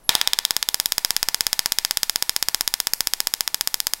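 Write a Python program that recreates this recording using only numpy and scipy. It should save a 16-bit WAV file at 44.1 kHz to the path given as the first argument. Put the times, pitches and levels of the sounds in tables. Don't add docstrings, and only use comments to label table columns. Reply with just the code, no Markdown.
import sys
import numpy as np
from scipy import signal
from scipy.fft import rfft, irfft
from scipy.io import wavfile

SR = 44100
rng = np.random.default_rng(int(sys.argv[2]) if len(sys.argv) > 2 else 0)


def to_wav(s):
    ch = np.atleast_2d(s).T
    pcm = np.round(np.clip(ch, -1, 1) * 32767)
    wavfile.write(sys.argv[1], SR, pcm.astype(np.int16))


N = 176400

# t/s, relative level/dB
RUMBLE_LEVELS = [(0.0, -50), (0.04, -47), (0.15, -65), (0.19, -60), (0.58, -61), (0.6, -78), (0.79, -73),
                 (1.0, -48), (1.04, -52), (2.35, -62), (2.61, -56), (4.0, -71.5)]
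# f/Hz, relative level/dB
HISS_TONE = [(20, 3), (60, -18.5), (150, -15), (400, -17), (900, -16.5), (2000, -28), (8000, -31),
             (16000, -31)]
# t/s, relative level/dB, brightness/dB per octave, bite/dB, low pop/dB
SPARK_TRAIN = [(0.0924, 12.5, -3.5, 6.5, 1.5), (0.1522, 2.5, 0, 7.5, 9), (0.214, -1, -6, 5, -3),
               (0.2746, 0.5, -2.5, 6, 0.5), (0.3336, -0.5, -3, 6, -2.5), (0.3884, 0, -2.5, 3, -0.5),
               (0.4513, -0.5, -1, 7.5, -4), (0.5079, -0.6, -0.5, 1.5, 4), (0.5658, -1.1, 0.8, 2, 2),
               (0.6275, -3, -2.5, 4, -2.5), (0.6881, -2, 2.2, 7.5, 5.5), (0.7442, -0.5, 0.9, -1.5, 1.5),
               (0.8, -0.8, 1, 1.5, 1), (0.8585, -0.5, 3, 4, 1.5), (0.9215, -1.3, 0, 2.5, -3.5),
               (0.9814, -0.5, 0.2, -1.5, 4.5), (1.0482, 3, -0.8, -0.5, -2.5), (1.1065, -0.5, 0.1, 1, 1),
               (1.1654, 1, -1.1, 0.5, -6.5), (1.2293, 0.1, -1, -1.5, 1), (1.2867, -1, -0.4, -2.0, 3),
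               (1.3451, -0.5, -0.5, -0.0, 0), (1.4079, 2.3, -1.7, -0.5, -4.5), (1.4674, 0, 0.1, 0.5, -1),
               (1.5302, 1, -1, 0.5, -2), (1.5926, 2.5, -2, 0.5, -3), (1.6595, -0.2, -0.5, -2, 2.5),
               (1.7212, -0.3, 1, 2, -1.5), (1.7862, 2.0, -2, 1.0, -5.5), (1.8493, 0.1, -1.0, 0.5, -3),
               (1.91, -1, -0.3, 0.5, 0.5), (1.972, -1, 0.5, 2, -3.0), (2.0321, 1.1, 0.1, 1, -1.5),
               (2.0964, -1, -0.2, 1.5, -1.5), (2.159, 0.1, 0, 0.5, 0), (2.2247, -0.7, 0.4, 0.5, 1.0),
               (2.2946, 0, 0, 1, -1.0), (2.3636, -0.7, 0.3, -0.5, -2), (2.4267, -0.8, -0.4, -0.0, -1.0),
               (2.4857, -0.8, 0.5, -2.5, 3.5), (2.546, 0.3, 0.0, 1, -1.5), (2.6094, -1, 0.5, -1.5, 3.0),
               (2.6772, -1.0, 0.3, 2, -3), (2.7399, -0.5, -0.4, 0.5, -3.5), (2.8021, -2.7, 1.4, 1.5, 3),
               (2.8708, -2, 0.5, 0.5, 4), (2.9354, 0.7, 3, -9.5, -3.5), (3.0067, -0.5, 0.5, 0, 0.5),
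               (3.0719, -1.4, 1, -0.5, 0), (3.136, -0.5, -0.4, 1.5, -3), (3.2036, -1.4, 0.8, -1, -0.5),
               (3.2714, -1.5, 0.8, -1.0, 1.5), (3.3387, -1, -0.0, 0.5, -2.5), (3.4077, -1.3, 0.8, -0.5, 0),
               (3.4772, -4, -1.2, 0.5, 0.5), (3.5448, -2.4, 1.7, 2, 2), (3.6103, -1.6, 0.2, 1, -1.0),
               (3.6744, -2.5, 2, -0.0, 3.5), (3.7428, -2, 1.7, -0.0, 3), (3.8027, -3.5, 1, 3.5, -8),
               (3.8695, -2.0, 1.4, -1.0, 1.5), (3.9358, -2.5, 1.5, -0.5, 1.5)]
# delay/ms, level/dB
NEAR_BOUNCES = [(0.594, 0), (1.182, -33.5)]
# f/Hz, level/dB
SNAP_TONE = [(40, -10), (150, -10.5), (550, -1.5), (950, 8), (2000, 12.5), (2650, 11), (3450, 13.5),
             (4300, 15.5), (5200, 17.5), (6600, 11), (8000, 9.5), (10000, 10.5), (12500, 15), (14000, -3.5),
             (16000, 3)]
# delay/ms, spread/ms, level/dB
WALL_ECHOES = [(1.4, 0.68, -3), (3.9, 0.17, -6), (8.2, 0.83, -9), (10.6, 0.1, -14), (12.9, 0.5, -14)]
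# f/Hz, level/dB
ECHO_TONE = [(60, -18), (200, -18.5), (400, -11.5), (620, -9.5), (870, -3.5), (1150, -6.5), (2000, -3),
             (2700, -5), (3500, -4), (5000, -1.5), (6200, -5), (9000, -5.5), (12500, -6), (15500, -10)]
# f/Hz, sharpness/Q, level against the echo/dB
ROOM_RINGS = [(856, 35, 2.5), (941, 28, -1), (1783, 59, 0), (3420, 100, 0)]
# f/Hz, relative level/dB
ECHO_WIDTH = [(100, 11), (300, 10), (1000, -4), (3000, -2), (8000, 3), (14000, 5.5)]
# f/Hz, level/dB
RECORDER_TONE = [(25, 2), (150, -1), (450, -1), (900, 1), (4000, -0.5), (9000, -0.5), (16000, -1)]


def amp(db):
    return 10 ** (np.asarray(db) / 20)


def unit(x):
    return x / np.sqrt(np.mean(x ** 2))


def causal(db):
    cepstrum = irfft(np.log(amp(db)))
    half = len(cepstrum) // 2
    folded = np.r_[cepstrum[0], 2 * cepstrum[1:half], cepstrum[half], np.zeros(half - 1)]
    return np.exp(rfft(folded))


def colour(x, points, size=2048):
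    point_hz, point_db = np.array(points, float).T
    hz = np.fft.rfftfreq(size, 1 / SR)
    db = np.interp(np.log(hz + 1), np.log(point_hz), point_db)
    return signal.fftconvolve(x, irfft(causal(db)))[:len(x)]


def resonance(hz, centre_hz, q):
    s = 1j * hz / centre_hz
    return s / q / (1 + s / q + s * s)


def add(track, start, sound):
    part = sound[:len(track) - start]
    track[start:start + len(part)] += part


def rumble_and_hiss(t, rumble_hz=21.5, rumble_boost_db=3, hiss_db=-53.5):
    times, levels = np.array(RUMBLE_LEVELS).T
    lowpass = signal.butter(4, rumble_hz, fs=SR, output="sos")
    rumble = unit(signal.sosfilt(lowpass, rng.standard_normal(N)))
    hiss = unit(colour(rng.standard_normal(N), HISS_TONE))
    return amp(rumble_boost_db + np.interp(t, times, levels)) * rumble + amp(hiss_db) * hiss


def charging_whine(t, start_s=0.036, rise_s=0.0037, level_db=-51):
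    aim_hz, sweep_hz, sag_hz_per_s = 11500, 2630, 8300
    age = np.maximum(t - start_s, 0)
    rise = 1 - np.exp(-age / rise_s)
    hz = aim_hz - sweep_hz * (1 - rise) - sag_hz_per_s * age
    tone = np.sqrt(2) * np.sin(2 * np.pi * np.cumsum(hz) / SR)
    charging = t < SPARK_TRAIN[0][0]
    return amp(level_db) * rise * charging * tone


def spark(level_db, brightness, bite_db, pop_db, boost_db=1.5):
    tilt_from_hz, pivot_hz, tilt_to_hz = 2680, 5400, 12100
    bite_hz, bite_width_hz, pop_hz = 3650, 340, 1510
    hz = np.fft.rfftfreq(256, 1 / SR)
    tilt = brightness * np.log2(np.clip(hz, tilt_from_hz, tilt_to_hz) / pivot_hz)
    bite = bite_db * np.exp(-.5 * ((hz - bite_hz) / bite_width_hz) ** 2)
    pop = pop_db / (1 + (hz / pop_hz) ** 2)
    return irfft(causal(boost_db + level_db + tilt + bite + pop))


def close_snap(pulse, delay_stretch, bounce_hz=6660, opening_hz=5650, size=512):
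    hz = np.fft.rfftfreq(size, 1 / SR)
    bounces = sum(amp(db) * np.exp(-2j * np.pi * hz * delay_stretch * ms / 1000)
                  for ms, db in NEAR_BOUNCES)
    bounce_band = np.abs(resonance(hz, bounce_hz, q=1)) ** 2
    warped_pitch = np.tan(np.pi * hz / (SR + 1))
    opening = 2 * resonance(warped_pitch, np.tan(np.pi * opening_hz / SR), q=0.86) - 1
    path = irfft(opening * (1 + bounces * bounce_band))
    return np.convolve(pulse, path[:size // 2])


def echo_fade(fade_s, size, tail_db=-2, tail_rise_s=0.018):
    def at_level(power, db):
        return power / power.sum() * amp(db) ** 2

    t = np.arange(size) / SR
    ms = t * 1000
    early = sum(at_level((ms >= delay) * np.exp(-np.abs(ms - delay) / spread), db)
                for delay, spread, db in WALL_ECHOES)
    tail = (1 - np.exp(-t / tail_rise_s)) * np.exp(-2 * np.log(1000) * t / fade_s)
    return np.sqrt(early + at_level(tail, tail_db))


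def room_ringing(echoes, gain=0.88):
    hz = np.fft.rfftfreq(2 * N, 1 / SR)
    lift = 1 + sum(amp(db) * resonance(hz, ring_hz, q) for ring_hz, q, db in ROOM_RINGS)
    return gain * irfft(rfft(echoes, 2 * N) * lift)[:N]


def snaps_and_echoes(wander=0.015, early_boost_db=2, settle_s=0.47, size=16384):
    vary_above_hz, fade_split_hz = 4960, 14000
    slow_fade, fast_fade = echo_fade(0.6, size), echo_fade(0.5, size)
    hz = np.fft.rfftfreq(size, 1 / SR)
    steady_share = 1 / (1 + (hz / vary_above_hz) ** 2)
    slow_share = 1 / (1 + (hz / fade_split_hz) ** 2)
    steady_noise = rfft(rng.standard_normal(size))
    snaps, echoes = np.zeros(N), np.zeros(N)
    for start_s, level_db, brightness, bite_db, pop_db in SPARK_TRAIN:
        pulse = spark(level_db, brightness, bite_db, pop_db)
        fresh_noise = rfft(rng.standard_normal(size))
        scatter = np.sqrt(steady_share) * steady_noise + np.sqrt(1 - steady_share) * fresh_noise
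        room = slow_fade * irfft(scatter * slow_share) + fast_fade * irfft(scatter * (1 - slow_share))
        delay_stretch = 1 + wander * rng.standard_normal()
        early_gain = amp(early_boost_db / (1 + (start_s / settle_s) ** 8))
        add(snaps, int(start_s * SR), early_gain * close_snap(pulse, delay_stretch))
        add(echoes, int(start_s * SR), signal.fftconvolve(room, pulse))
    return colour(snaps, SNAP_TONE), room_ringing(colour(echoes, ECHO_TONE))


def scene(background_side_db=-14.5, echo_side_db=-22.5):
    t = np.arange(N) / SR
    snaps, echoes = snaps_and_echoes()
    centre = rumble_and_hiss(t) + charging_whine(t) + snaps + echoes
    wide_echoes = signal.hilbert(colour(echoes, ECHO_WIDTH)).imag
    side = amp(background_side_db) * rumble_and_hiss(t) + amp(echo_side_db) * wide_echoes
    return np.array([centre + side, centre - side])


def record(dry, clip_level=0.9, top_hz=16200):
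    clipped = np.clip(dry, -clip_level, clip_level)
    tinted = np.array([colour(channel, RECORDER_TONE) for channel in clipped])
    top_cut = signal.firwin(151, top_hz, fs=SR, window=("kaiser", 7))
    return signal.fftconvolve(tinted, top_cut[None], mode="same", axes=1)


dry = scene()
out = record(dry)
to_wav(out)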